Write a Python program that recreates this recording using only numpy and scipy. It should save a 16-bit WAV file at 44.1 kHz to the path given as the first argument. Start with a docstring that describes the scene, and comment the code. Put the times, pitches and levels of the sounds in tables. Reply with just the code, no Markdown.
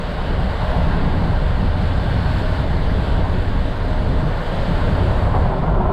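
"""Wind buffets the cab of a pickup truck at speed: air shearing across an open window thumps, booms and
throbs inside, and hisses past the mirror and seal. Under it the tyres roar, the engine drones and picks
up late, and the driveline whines faintly. At the end of a bridge the wheels slap over joints onto
coarser pavement, and the hiss falls away."""
import sys
import numpy as np
from scipy import signal
from scipy.fft import rfft, irfft, next_fast_len
from scipy.io import wavfile
from scipy.ndimage import uniform_filter1d, minimum_filter1d, map_coordinates

SR = 44100
rng = np.random.default_rng(int(sys.argv[2]) if len(sys.argv) > 2 else 0)


def generate_wav(signal):
    """Clip the signal to [-1, 1] and save it as 16-bit WAV at the path in sys.argv[1]."""
    frames = np.transpose(np.atleast_2d(signal))
    scaled = np.clip(frames, -1, 1) * 32767
    pcm = np.round(scaled).astype(np.int16)
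    wavfile.write(sys.argv[1], SR, pcm)


N = 261459

# air pumping the cab through the window: time_s, strength_db
WIND = [(0, -26), (.22, -25.5), (.42, -19.5), (.57, -23.5), (.8, -16), (1.9, -20.5), (3.25, -18),
        (3.6, -17), (3.77, -22), (3.9, -18), (4.27, -16.5), (4.42, -25.5), (4.63, -22), (4.85, -18),
        (5.4, -14.5), (5.57, -24.5), (5.8, -17), (5.93, -19)]
# faders for the deep lumps, boom and hollow throb, riding on the wind: time_s, offset_db
LUMP_FADER = [(0, -3), (.3, 1), (.45, -4), (.85, 1), (1.1, 0), (1.2, -5), (1.32, 1), (1.75, 0.5),
              (2.2, -4.5), (2.45, 0), (2.6, -3.5), (2.78, .5), (3.05, -0.5), (3.22, 1.5), (3.6, 0),
              (4.1, -0.5), (4.4, -1.5), (4.75, 2.5), (5.3, -2.5), (5.75, 2), (5.93, -2)]
BOOM_FADER = [(0, -5), (.45, 1.5), (1.0, -6), (1.4, -3.5), (2.15, 3), (2.85, -2.5), (3.12, -1), (3.4, -5),
              (4.2, -5.5), (4.7, -5), (5.2, -2), (5.93, -4)]
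THROB_FADER = [(0, -4), (.42, -5), (.6, -9), (.85, -6), (1.2, -5), (1.47, -9), (1.68, -2.5), (2.0, -6),
               (3.1, -8.5), (3.3, -11), (3.6, -11.5), (3.9, -14), (4.25, -6), (4.7, -2), (5.3, -13),
               (5.62, 0), (5.8, -8), (5.93, -8.5)]
# tone colours of those three layers: freq_hz, gain_db
LUMP_EQ = [(5, -40), (9, -24), (15, -4.5), (22, -1.5), (35, 0.5), (48, -8), (65, -9.5), (110, -63),
           (300, -103)]
BOOM_EQ = [(30, -22), (58, 3), (80, 3), (112, -2.5), (138, -5.5), (180, -30.5), (600, -76)]
THROB_EQ = [(90, -21), (135, 0), (180, 1.5), (202, -4), (220, -10), (270, -23), (600, -31), (2000, -93)]
# split-second holes in the buffeting: centre_s, depth_db
DROPOUTS = [(.24, 2), (.53, 3), (1.57, 3), (1.76, 5), (2.03, 3.5), (2.565, 12), (2.65, 4), (3.441, 3.5),
            (3.76, 9), (4.65, 5), (4.79, 5.5), (5.315, 6), (5.565, 5), (5.64, 2)]
# low-mid rush at the window: time_s, level_db
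LOW_RUSH = [(0, -39), (.4, -31.5), (.58, -38), (.75, -34.5), (.95, -29), (1.25, -28), (1.43, -40),
            (1.65, -32), (1.95, -32.5), (2.6, -31.5), (3.45, -31), (3.8, -34.5), (4.1, -28), (4.42, -38.5),
            (4.8, -30), (5.1, -30), (5.25, -31), (5.93, -36.5)]
# its tone colour: freq_hz, gain_db
LOW_RUSH_EQ = [(170, -29), (215, -5.5), (245, -1.5), (275, -2), (325, -9.5), (400, -7.5), (600, -24.5)]
# airstream past the mirror and window seal: time_s, hiss_db, seal_offset_db
STREAM = [(0, -38.5, -22), (.35, -37.5, -22), (.66, -36.5, -21), (1.05, -38, -22), (1.7, -38.5, -22),
          (2.38, -36, -21), (2.75, -38, -21), (3.2, -36.9, -22.3), (3.28, -39.5, -20), (3.65, -39, -21),
          (4.3, -39, -20.5), (4.55, -37, -20), (4.8, -36, -21), (5.23, -39.5, -19.5), (5.3, -41, -20),
          (5.6, -43.5, -21), (5.93, -51, -18.5)]
# the mirror's broad hiss, the seal's fine hiss and the window gap's resonance: freq_hz, gain_db
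MIRROR_EQ = [(400, -30), (1000, 5.5), (1550, 6), (1950, 4.5), (2450, 0), (3000, 2.5), (3900, 0),
             (4600, -3.5), (5050, -10), (5550, -21.5), (7000, -46)]
SEAL_EQ = [(3000, -12), (5500, 1.5), (7000, 2), (7900, 5), (8900, -0.5), (10000, -3), (11700, -6),
           (12600, -5.5), (14000, -9), (15700, -15)]
GAP_EQ = [(1200, -24), (1400, 2.5), (1450, -4), (1495, 2), (1545, -1.5), (1600, 2.5), (1690, -11),
          (1790, -3), (2000, -11.5), (2300, -25)]
# tyre roar and tread hum: time_s, level_db
ROAR = [(0, -29.5), (.25, -28.5), (1.25, -27), (1.65, -29.5), (2.3, -28.5), (3.65, -30), (5.1, -25.5),
        (5.3, -24.5), (5.6, -24.5), (5.78, -23), (5.93, -21.5)]
HUM = [(0, -74), (4.9, -48), (5.1, -32), (5.25, -53), (5.5, -42), (5.72, -42), (5.85, -26), (5.93, -26)]
# tone colours of the bridge deck, coarse asphalt and tread hum: freq_hz, gain_db
DECK_EQ = [(120, -4), (230, -10.5), (290, -7), (335, -6.5), (380, -7), (490, 3.5), (520, 0.5), (590, 3),
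           (740, -1.5), (930, -0.5), (1080, -4), (1230, -9.5), (1500, -10), (2200, -19), (5500, -56)]
ASPHALT_EQ = [(150, 5.5), (310, -9.5), (380, 2.5), (460, -5), (600, -1), (760, -2.5), (1030, -0.5),
              (1200, -12), (1390, -7), (1550, -18), (1900, -25), (3500, -34), (5500, -57)]
HUM_EQ = [(300, -46), (355, -14), (374, -8), (392, -8), (450, -41)]
# wheels hitting joints and bumps: start_s, level_db, hold_s
JOINTS = [(0.183, -25, 0.0088), (.722, -30, 0.053), (.935, -25, 0.019), (3.24, -28, 0.028),
          (5.076, -33, 0.0099), (5.337, -20.5, 0.036), (5.449, -22, 0.016), (5.518, -22.5, 0.02),
          (5.632, -22, 0.014), (5.673, -29, 0.041), (5.8, -20.5, 0.013), (5.853, -22, 0.0091),
          (5.885, -27, .012)]
# passing swells in the road roar: centre_s, half_width_s, whoosh_db, growl_db
ROAD_SWELLS = [(.72, 0.3, -32.5, -53), (3.16, 0.18, -38, -35), (4.5, 0.39, -49, -33)]
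# tone colours of a tyre slap, the bright whoosh and the low growl: freq_hz, gain_db
SLAP_EQ = [(60, -12), (200, -11), (500, -2), (640, 5.5), (780, 10), (880, 2.5), (1020, 1.5), (1350, -17),
           (2500, -33), (6000, -80)]
WHOOSH_EQ = [(400, -20), (620, 1), (760, 2), (860, 3), (970, 1.5), (1130, -1), (1300, -13), (1600, -26),
             (3000, -27)]
GROWL_EQ = [(250, -22), (370, 4.5), (480, 10.5), (620, 9.5), (720, -3), (900, -27), (2000, -36)]
# engine drone, picking up near the end of the bridge: time_s, level_db, firing_hz
ENGINE = [(0, -37, 89.8), (.8, -36.5, 90), (1.4, -24, 89.7), (2.3, -28.5, 90), (3.0, -30, 90.7),
          (3.55, -26.5, 92.96), (4.25, -28, 91.8), (4.55, -34, 92), (4.9, -22, 95.95), (5.4, -24.5, 95.1),
          (5.6, -29, 94.9), (5.93, -24.5, 94)]
# its harmonics: firing_multiple, gain_db
HARMONICS = [(1, 7.5), (2, -8.5), (3, -16.5)]
# driveline whine: time_s, level_db
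WHINE = [(0, -44), (.75, -38), (1.2, -48), (2.3, -41.5), (2.85, -37), (3.3, -39.5), (3.55, -44.5),
         (3.9, -37), (4.3, -43), (5.0, -40), (5.93, -40)]
# narrow, breathy bands ringing briefly in the hiss: centre_s, half_width_s, pitch_hz, level_db
HISS_RINGS = [(.63, .12, 1150, -46), (.72, .22, 2010, -49), (1.1, 0.18, 1615, -45), (2.0, .15, 1602, -43),
              (2.32, 0.29, 1500, -43.5), (2.28, 0.39, 4350, -51), (2.35, .3, 5270, -64),
              (2.48, 0.15, 1760, -44), (2.52, .12, 1410, -46), (3.22, .2, 953, -41), (3.87, .13, 1425, -45),
              (4.62, .22, 4130, -55), (4.85, .35, 1385, -47), (5.02, .28, 1500, -46)]
# narrow peaks and nulls of the cab's air: centre_hz, width_hz, gain_db
CAB_RESONANCES = [(382, 9.5, 0), (520, 28, -3), (563, 32, 1.5), (582, 12, -2.5), (747, 21, 4.5),
                  (783, 30, -6), (799, 11, 4.5), (872, 22, -1), (1005, 26, 1), (992, 26, -8.5),
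                  (1037, 30, 1.5), (2960, 55, 2.5), (3500, 62, 2.5), (4400, 63, 1.5)]

LUMP_GROWS, BOOM_GROWS, THROB_GROWS = 0.59, 1.41, 0.99  # dB for each dB of gust
LULL_DB, LULL_RATE_HZ, DROPOUT_HALF_WIDTH_S = 1.5, 24.19, 0.015
GAP_OFFSET_DB, GAP_GROWS = -4, 0.7  # against the average hiss; dB for each dB of stream
COARSE_AT_S, COARSE_BLEND_S = 5.49, 0.26  # crossfade from deck to asphalt
SLAP_ATTACK_S, SLAP_T60_S = 0.002, 0.048
DRONE_SMEAR_RAD, WHINE_SMEAR_RAD = 0.5, 0.48  # phase jitter
RING_HALF_WIDTH = 0.035  # share of the pitch, at 12 dB down
TOP_HZ = 15750


def buffeting():
    """The shear layer across the window pumps the cab's air into deep lumps, boom and a hollow throb."""
    wind_db, = curves(WIND)
    mean_db = wind_db.mean()
    gust_db = wind_db - mean_db

    def layer(fader, grows, eq, patchy_db, seconds):
        offset_db, = curves(fader)
        return amp(offset_db + grows * gust_db) * thumps() * steady(rush(eq, patchy_db), seconds)

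    lumps = layer(LUMP_FADER, LUMP_GROWS, LUMP_EQ, patchy_db=1, seconds=0.16)
    boom = layer(BOOM_FADER, BOOM_GROWS, BOOM_EQ, patchy_db=1.5, seconds=0.16)
    throb = layer(THROB_FADER, THROB_GROWS, THROB_EQ, patchy_db=2, seconds=0.27)
    dropout_db = sum(depth * swell(s, DROPOUT_HALF_WIDTH_S) for s, depth in DROPOUTS)
    return amp(mean_db - dropout_db) * (lumps + boom + throb)


def thumps():
    """The shear layer breaks up between thumps: a gain near 1 that ducks at random moments."""
    return unit(amp(-LULL_DB * np.maximum(wobble(LULL_RATE_HZ), 0) ** 2))


def low_rush():
    """A low rush of air at the window comes and goes on its own."""
    level_db, = curves(LOW_RUSH)
    return amp(level_db) * steady(rush(LOW_RUSH_EQ, patchy_db=1.5), seconds=0.41)


def hiss():
    """The mirror and seal shed small eddies, fluttering together as the stream flaps; the gap rings."""
    stream_db, seal_db = curves(STREAM)
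    surge_db = stream_db - stream_db.mean()
    flutter_db = 0.28 * wobble(rate_hz=26) + 0.18 * wobble(rate_hz=13)
    mirror = amp(flutter_db) * rush(MIRROR_EQ, patchy_db=0.7)
    seal = amp(seal_db + flutter_db + 0.4 * wobble(rate_hz=45)) * rush(SEAL_EQ, patchy_db=1.2)
    gap_db = stream_db.mean() + GAP_OFFSET_DB + GAP_GROWS * surge_db
    return amp(stream_db) * (mirror + seal) + amp(gap_db) * rush(GAP_EQ, patchy_db=1)


def tyres():
    """Tread roars on the road; its colour shifts and a hum rises as the deck gives way to asphalt."""
    roar_db, = curves(ROAR)
    hum_db, = curves(HUM)
    coarse = 0.5 + 0.5 * np.tanh((np.arange(N) / SR - COARSE_AT_S) / COARSE_BLEND_S)
    deck = np.sqrt(1 - coarse) * rush(DECK_EQ, patchy_db=1.25)
    asphalt = np.sqrt(coarse) * rush(ASPHALT_EQ, patchy_db=0)
    hum = steady(rush(HUM_EQ, patchy_db=-4), seconds=0.37)
    return amp(roar_db - 0.5) * steady(deck + asphalt, seconds=0.19) + amp(hum_db) * hum


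def joint_slaps():
    """Each joint or bump slaps a tyre, whose carcass and wheel well ring briefly."""
    envelope = np.zeros(N)
    for start_s, level_db, hold_s in JOINTS:
        age_s = np.maximum(np.arange(N) / SR - start_s, 0)
        attack = 1 - np.exp(-age_s / SLAP_ATTACK_S)
        decay_db = 60 * np.maximum(age_s - hold_s, 0) / SLAP_T60_S
        envelope += attack * amp(level_db - decay_db)
    return envelope * steady(rush(SLAP_EQ, patchy_db=0), seconds=0.023)


def road_swells():
    """The roar swells now and then: a bright whoosh at first, more of a low growl later."""
    whoosh = sum(amp(db) * swell(s, half_width_s) for s, half_width_s, db, _ in ROAD_SWELLS)
    growl = sum(amp(db) * swell(s, half_width_s) for s, half_width_s, _, db in ROAD_SWELLS)
    return whoosh * rush(WHOOSH_EQ, patchy_db=-1.5) + growl * rush(GROWL_EQ, patchy_db=2.5)


def drivetrain(whine_hz):
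    """The engine drones on harmonics of its firing rate; a gear whine drifts in and out on one note."""
    drone_db, firing_hz = curves(ENGINE)
    whine_db, = curves(WHINE)
    waver = 1 + 0.0049 * wobble(rate_hz=6)
    firing_phase = 2 * np.pi * np.cumsum(firing_hz * waver) / SR + DRONE_SMEAR_RAD * wobble(rate_hz=12)
    drone = sum(amp(db + 2.2 * wobble(rate_hz=11)) * np.sin(k * firing_phase) for k, db in HARMONICS)
    gear_phase = 2 * np.pi * np.cumsum(whine_hz * waver) / SR + WHINE_SMEAR_RAD * wobble(rate_hz=22)
    whine = np.abs(1 + 0.74 * wobble(rate_hz=11)) * np.sin(gear_phase)
    return amp(drone_db) * unit(drone) + amp(whine_db) * unit(whine)


def hiss_rings():
    """Narrow, breathy bands ring briefly in the hiss, swelling and fading."""
    rings = np.zeros(N)
    for centre_s, half_width_s, pitch_hz, level_db in HISS_RINGS:
        noise = rng.standard_normal(N)
        band = filtered(noise, lambda hz: 1 / (1 + ((hz / pitch_hz - 1) / RING_HALF_WIDTH) ** 2) ** 2)
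        rings += amp(level_db) * swell(centre_s, half_width_s) * unit(band)
    return rings


def cab(x):
    """The cab's air colours a sound with narrow resonances and nulls."""
    return filtered(x, lambda hz: amp(sum(db / (1 + (2 * (hz - centre_hz) / width_hz) ** 2)
                                          for centre_hz, width_hz, db in CAB_RESONANCES)))


def rush(eq, patchy_db):
    """Coloured noise of rms 1, with eddies as patches of random gain; patchy_db=0 is smooth."""
    spectrogram = signal.stft(rng.standard_normal(N), nperseg=512)[2]
    eddies = uniform_filter1d(rng.standard_normal(spectrogram.shape), size=7, axis=0)
    eddies = unit(uniform_filter1d(eddies, size=14, axis=1))
    noise = signal.istft(spectrogram * amp(patchy_db * eddies), nperseg=512)[1][:N]
    freq_hz, gain_db = np.transpose([(1, -120), *eq, (2 * eq[-1][0], -120)])
    return unit(filtered(noise, lambda hz: amp(np.interp(np.log(hz + 1), np.log(freq_hz), gain_db))))


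def steady(x, seconds):
    """Level out swells that last longer than the given time."""
    window = signal.windows.hann(int(seconds * SR))
    power = signal.fftconvolve(x ** 2, window, "same") / signal.fftconvolve(np.ones(N), window, "same")
    return x / np.sqrt(np.abs(power) + 1e-9)


def filtered(x, response):
    """Equalise x with a gain given as a function of frequency."""
    size = next_fast_len(N + SR // 2)
    return irfft(rfft(x, size) * response(np.fft.rfftfreq(size, 1 / SR)), size)[:N]


def curves(rows):
    """One automation curve for each column after the time."""
    time_s, *columns = np.transpose(rows)
    return [np.interp(np.arange(N) / SR, time_s, column) for column in columns]


def swell(centre_s, half_width_s):
    """A smooth rise and fall that peaks at 1."""
    return np.exp(-((np.arange(N) / SR - centre_s) / half_width_s) ** 2)


def wobble(rate_hz):
    """A smooth drift through rate_hz random points a second."""
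    return map_coordinates(rng.standard_normal(1024), [np.arange(N) * rate_hz / SR], mode="wrap")


def amp(db):
    """Decibels to gain."""
    return 10 ** (np.asarray(db) / 20)


def unit(x):
    """Scale to rms 1."""
    return x / np.sqrt(np.mean(x ** 2) + 1e-20)


def scene():
    """The mono mix from the driver's seat."""
    hiss_and_road = cab(hiss() + tyres() + road_swells() + joint_slaps())
    return (buffeting() + low_rush() + hiss_and_road + drivetrain(whine_hz=622) + hiss_rings())[None]


def record(dry):
    """A bass limiter holds down the biggest pressure lumps, and the very top is cut off."""
    bass = filtered(dry[0], lambda hz: 1 / (1 + (hz / 280) ** 6))
    needed_gain = np.minimum(1, amp(-9.5) / (np.abs(bass) + 1e-9))
    gain = uniform_filter1d(minimum_filter1d(needed_gain, size=600), size=600)
    return filtered(dry[0] + (gain - 1) * bass, lambda hz: hz < TOP_HZ)[None]


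dry = scene()
out = record(dry)
generate_wav(out)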